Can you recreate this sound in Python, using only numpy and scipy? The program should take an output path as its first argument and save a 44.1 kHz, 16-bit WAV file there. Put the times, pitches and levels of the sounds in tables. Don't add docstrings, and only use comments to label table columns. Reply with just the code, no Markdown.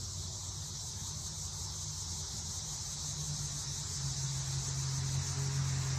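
import sys
import numpy as np
from scipy import signal
from scipy.fft import rfft, irfft
from scipy.io import wavfile
from scipy.ndimage import uniform_filter1d

SR = 44100
rng = np.random.default_rng(int(sys.argv[2]) if len(sys.argv) > 2 else 0)


def wav_out(sig):
    wavfile.write(sys.argv[1], SR, np.round(np.clip(np.atleast_2d(sig).T, -1, 1) * 32767).astype(np.int16))


def ratio(d):
    e = np.asarray(d, float) / 20
    return 10 ** e


N = 263714


def rms_one(x):
    return x / np.sqrt(np.mean(x ** 2) + 1e-20)


def in_time(rows):
    s, *columns = np.transpose(rows)
    return [np.interp(np.arange(N) / SR, s, c) for c in columns]


def bump(centre_s, span_s):
    return np.exp(-.5 * ((np.arange(N) / SR - centre_s) / span_s) ** 2)


def drift(rate):
    r = np.exp(-80 * np.pi * rate / SR)
    coarse = rng.standard_normal(N // 40 + 2002)
    slow = signal.lfilter([1], [1, -2 * r, r * r], coarse)[2000:]
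    return np.interp(np.arange(N) / 40, np.arange(len(slow)), rms_one(slow))


def resonance(x, hz, width_hz):
    r = np.exp(-np.pi * width_hz / SR)
    rise = np.array([1, 0, -1]) * (1 - r * r) / 2
    ring = [1, -2 * r * np.cos(2 * np.pi * hz / SR), r * r]
    return signal.lfilter(rise, ring, x)


def narrow_band(x, hz, width_hz):
    return resonance(resonance(x, hz, width_hz), hz, width_hz)


def wash(spectrum, patchy_db, per_octave):
    hz, level_db = np.transpose(spectrum)
    bins = np.fft.rfftfreq(N, 1 / SR)[1:]
    curve_db = np.interp(np.log(bins), np.log(hz), level_db, -120, -120)
    shaped = rfft(rng.standard_normal(N))[1:] * ratio(curve_db)
    place = per_octave * np.log2(bins / hz[0])
    out = 0
    for k in range(int(per_octave * np.log2(hz[-1] / hz[0])) + 2):
        share = np.clip(1 - np.abs(place - k), 0, 1)
        out = out + irfft(np.r_[0, shaped * share], N) * ratio(patchy_db * drift(6.9))
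    return rms_one(out)


def foliage(x, t60, wet_db):
    t = np.arange(SR // 2) / SR
    tail = rng.standard_normal(len(t)) * ratio(-60 * t / t60)
    return x + ratio(wet_db) * signal.fftconvolve(x, tail / np.sqrt(np.sum(tail ** 2)))[:N]


# (time [s], throbs [1/s])
CICADA_PACE = [(0, 5.11), (.5, 4.36), (1.2, 5.4), (2.5, 5.39), (3.3, 5.83), (3.8, 5.74), (4.1, 7.3),
               (4.5, 6.59), (4.8, 6.93), (5.2, 5.78), (5.6, 8.43), (5.98, 3.38)]
# (time [s], level [dB])
CICADA_EFFORT = [
    (0, -70.5),
    (.4, -71.5),
    (1.0, -64.5),
    (2.4, -64.5),
    (3.3, -62.5),
    (4.4, -63.5),
    (5.4, -64.5),
    (5.98, -67.5),
]
# (pitch [Hz], width [Hz], level [dB])
CICADA_BODY = [(4110, 830, -11), (6270, 990, 1), (7380, 1740, -4.5), (8610, 1740, -13.5),
               (9620, 1140, -17.5), (11750, 1060, -23), (12400, 740, -21.5), (13500, 2100, -26),
               (15200, 1200, -37)]


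def near_cicada(buckles_per_s, rise, pause_db, climb_db, start_s, stop_s):
    (pace,), (strength_db,) = in_time(CICADA_PACE), in_time(CICADA_EFFORT)
    sung = .61 + np.cumsum(pace) / SR
    throb, within = sung.astype(int), sung % 1
    since_s, left_s = within / pace, (1 - within) / pace
    climb = np.where(within < rise, within / rise, (1 - within) / (1 - rise))
    pause = 1 - np.clip(np.minimum(since_s / start_s, left_s / stop_s), 0, 1)
    scatter_db = .3 * rng.standard_normal(throb[-1] + 1)[throb]
    effort = ratio(strength_db + scatter_db + climb_db * climb + pause_db * pause)

    sizes = ratio(1.5 * rng.exponential(1, N)) * rng.choice([-1, 1], N)
    clicks = sizes * (rng.random(N) < buckles_per_s / SR)

    overtone_db = 1.8 - 0.2 * (strength_db - strength_db.mean())
    overtone_db = overtone_db - 16 * bump(centre_s=4.2, span_s=2) * pause
    turned_db = -9 * bump(centre_s=4.0, span_s=.6)
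    body = 0
    for k, (hz, width_hz, db) in enumerate(CICADA_BODY):
        level_db = db + overtone_db * (hz > 11000) + turned_db * (hz > 13000) + 0.62 * drift(19.0)
        body = body + (-1) ** k * ratio(level_db) * narrow_band(clicks, hz, width_hz)
    return foliage(ratio(13.5) * effort * rms_one(body), t60=0.18, wet_db=-11)


# (time [s], level [dB])
CHORUS_SWELL = [
    (0, -47.5),
    (.9, -48.5),
    (2.3, -47),
    (4.3, -46),
    (5.2, -46.5),
    (5.98, -47.5),
]
# (pitch [Hz], level [dB per Hz])
CHORUS_COLOUR = [(2400, -55), (2900, -23), (3300, -13.5), (3900, -6), (4800, -5.5), (5450, -1.5),
                 (6300, -3), (7700, -6), (8800, -20), (9900, -25), (10300, -33.5), (12300, -26.5),
                 (14000, -35), (15300, -41)]
SINGER_HZ = [4014, 4624, 5294, 5660, 5998, 6127, 6250, 6394, 6482, 6721, 6933, 7072, 7562]
# (width [Hz], level [dB])
SINGER_BANDS = [(37.8, -63.5), (71, -66.5), (40, -73), (53, -60), (35, -60), (30, -60.5), (91, -61),
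                (50, -65), (65, -63.5), (25, -69), (35, -67.5), (35, -61.5), (15.9, -70)]


def far_chorus():
    swell_db = in_time(CHORUS_SWELL)[0] + .2 * drift(11.0)
    white = rng.standard_normal(N)
    singers = 0
    for hz, (width_hz, db) in zip(SINGER_HZ, SINGER_BANDS):
        singers = singers + ratio(db + 2.1 * drift(2.5)) * rms_one(narrow_band(white, hz, width_hz))

    blur = wash(CHORUS_COLOUR, patchy_db=1.34, per_octave=4.9)
    shrill = signal.sosfiltfilt(signal.butter(4, 10500, "high", fs=SR, output="sos"), blur)
    blur = blur - 0.43 * bump(centre_s=5.1, span_s=0.9) * shrill
    return ratio(swell_db + 4) * rms_one(blur) + ratio(swell_db + 48) * singers


# (pitch [Hz], level [dB per Hz])
TOWN_COLOUR = [(12, -66), (20, -35), (38, -14.5), (87, -1.5), (105, -4.5), (118, -6.5), (152, -5),
               (175, -18.5), (203, -18.5), (229, -21), (354, -24.5), (632, -26), (936, -21.5), (1810, -36),
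               (2800, -40.5), (3640, -69), (6160, -120)]


def town_rumble():
    return ratio(-47) * wash(TOWN_COLOUR, patchy_db=2.0, per_octave=3.04)


HUM_HZ = [56.6, 83.8, 95.5, 150.4]
# (level at the start [dB], change [dB per s])
HUM_LEVELS = [
    (-55, 0.06),
    (-50, -1.5),
    (-47, -2.5),
    (-54, -0.25),
]
# (pitch [Hz], width [Hz], level [dB])
WHINES = [
    (201, 19, -63.5),
    (354, 23, -70),
    (378, 25, -68.5),
]


def machinery():
    t = np.arange(N) / SR
    out = 0
    for hz, (level_db, slope) in zip(HUM_HZ, HUM_LEVELS):
        unsteady_db = level_db + slope * t + 1.27 * drift(8.6) + 2.6 * drift(2.3)
        out = out + ratio(unsteady_db) * np.sin(2 * np.pi * hz * t + 0.64 * drift(1.2))
    for hz, width_hz, db in WHINES:
        whine = rms_one(resonance(rng.standard_normal(N), hz, width_hz))
        out = out + ratio(db + 2.64 * drift(1.84)) * whine
    return out


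def closing_db():
    t = np.arange(N) / SR
    return 4.5 * (t - t[-1])


# (pitch [Hz], level [dB per Hz])
TYRE_COLOUR = [(94, -18), (160, -3), (172, -18), (240, -22), (274, -14), (326, -23.5), (401, -18.5),
               (448, -21), (983, -16), (1900, -18), (3000, -25), (3900, -44), (6600, -120)]


def tyre_roar():
    level = ratio(-69) + ratio(-47 + closing_db())
    return level * wash(TYRE_COLOUR, patchy_db=0.45, per_octave=3.22)


# (time [s], firing tone [Hz], level [dB])
ENGINE = [
    (2.9, 142, -56),
    (3.3, 141, -47),
    (3.65, 140.6, -46.5),
    (3.92, 138.7, -53),
    (4.05, 136.3, -39.5),
    (4.25, 135.3, -39.5),
    (4.9, 134.7, -37.5),
    (5.2, 136, -37.5),
    (5.6, 137, -34.5),
    (5.98, 132, -36),
]
# (time [s], change [dB])
SHADOWS = [(4.14, -13), (4.25, 4), (4.45, -5), (4.58, 4), (4.65, -6.5), (5.18, 4.5), (5.25, -11),
           (5.34, -7), (5.535, -4.5), (5.59, 3), (5.84, -2)]
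# (order [1], level at the end [dB], growth [dB per dB of closing], waver [dB])
NEAR_ORDERS = [
    (2, -44.5, 1, 2),
    (6, -58.5, 0.85, 1.5),
    (9, -62, 0.9, 3),
]
# (order [1], level against the firing tone [dB])
UPPER_ORDERS = [
    (4, -20.5),
    (8, -31),
]


def engine():
    t = np.arange(N) / SR
    firing_hz, open_db = in_time(ENGINE)
    shadow_db = sum(db * bump(s, span_s=0.016) for s, db in SHADOWS)
    firing_db = open_db + shadow_db + 0.27 * drift(3.0)
    turn = 2 * np.pi * np.cumsum(firing_hz / 3) / SR
    heard = np.clip((t - 2.7) / 0.6, 0, 1)
    coast_db = -26 * bump(centre_s=4.39, span_s=0.11)
    facing_db = 6.5 * bump(centre_s=5.44, span_s=0.17)

    tone = ratio(firing_db) * np.sin(3 * turn)
    for order, db, growth, waver_db in NEAR_ORDERS:
        level_db = db + growth * closing_db() + coast_db + facing_db * (order - 2) / 7
        tone += ratio(level_db + waver_db * drift(3.6)) * np.sin(order * turn)
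    for order, db in UPPER_ORDERS:
        level = ratio(firing_db + db + 0.76 * drift(3.6))
        tone += level * np.sin(order * turn + 0.44 * drift(2.8))

    opposed = 3 * turn + np.pi + 2 * np.pi * 8.2 * (t - 3.5)
    second = ratio(-45.5) * bump(centre_s=3.29, span_s=0.31) * np.sin(opposed)
    return np.sqrt(2) * heard * (tone + second)


def scene():
    cicada = near_cicada(buckles_per_s=15000, rise=0.82, pause_db=-3, climb_db=7, start_s=0.038, stop_s=0.045)
    insects = cicada + far_chorus()
    background = town_rumble() + machinery()
    vehicle = tyre_roar() + engine()
    return (insects + background + vehicle)[None]


# (pitch [Hz], depth [dB])
DROPOUTS = [(0, 0), (1500, 0), (2200, -10), (2600, -22), (3250, -22), (3500, 0), (10000, 0), (10200, -16),
            (10900, -14), (11200, 0), (22050, 0)]


def noise_suppressor(x, mask_db, deepest_db, dropout_db):
    hz, _, bins = signal.stft(x, SR, nperseg=2048, noverlap=1536)
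    power = uniform_filter1d(np.abs(bins) ** 2, size=3, axis=-1) + 1e-20
    usual_db = 10 * np.log10(uniform_filter1d(power, size=80, axis=-1))
    around_db = uniform_filter1d(usual_db, size=61, axis=-2)
    keep = np.sqrt(np.clip(1 - ratio(2 * (around_db + mask_db)) / power, ratio(2 * deepest_db), 1))

    patch = uniform_filter1d(uniform_filter1d(power, size=4, axis=-1), size=3, axis=-2)
    weak = patch < ratio(2 * (uniform_filter1d(usual_db, size=15, axis=-2) + dropout_db))
    depth_db = np.interp(hz, *np.transpose(DROPOUTS))[:, None]
    keep = keep * ratio(weak * depth_db)
    return signal.istft(bins * keep, nperseg=2048, noverlap=1536)[1][..., :N]


def roll_off(x):
    return signal.sosfilt(signal.butter(12, 15150, fs=SR, output="sos"), x)


def record(dry):
    cleaned = noise_suppressor(dry, mask_db=-5, deepest_db=-4, dropout_db=-2.8)
    return roll_off(cleaned)


dry = scene()
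out = record(dry)
wav_out(out)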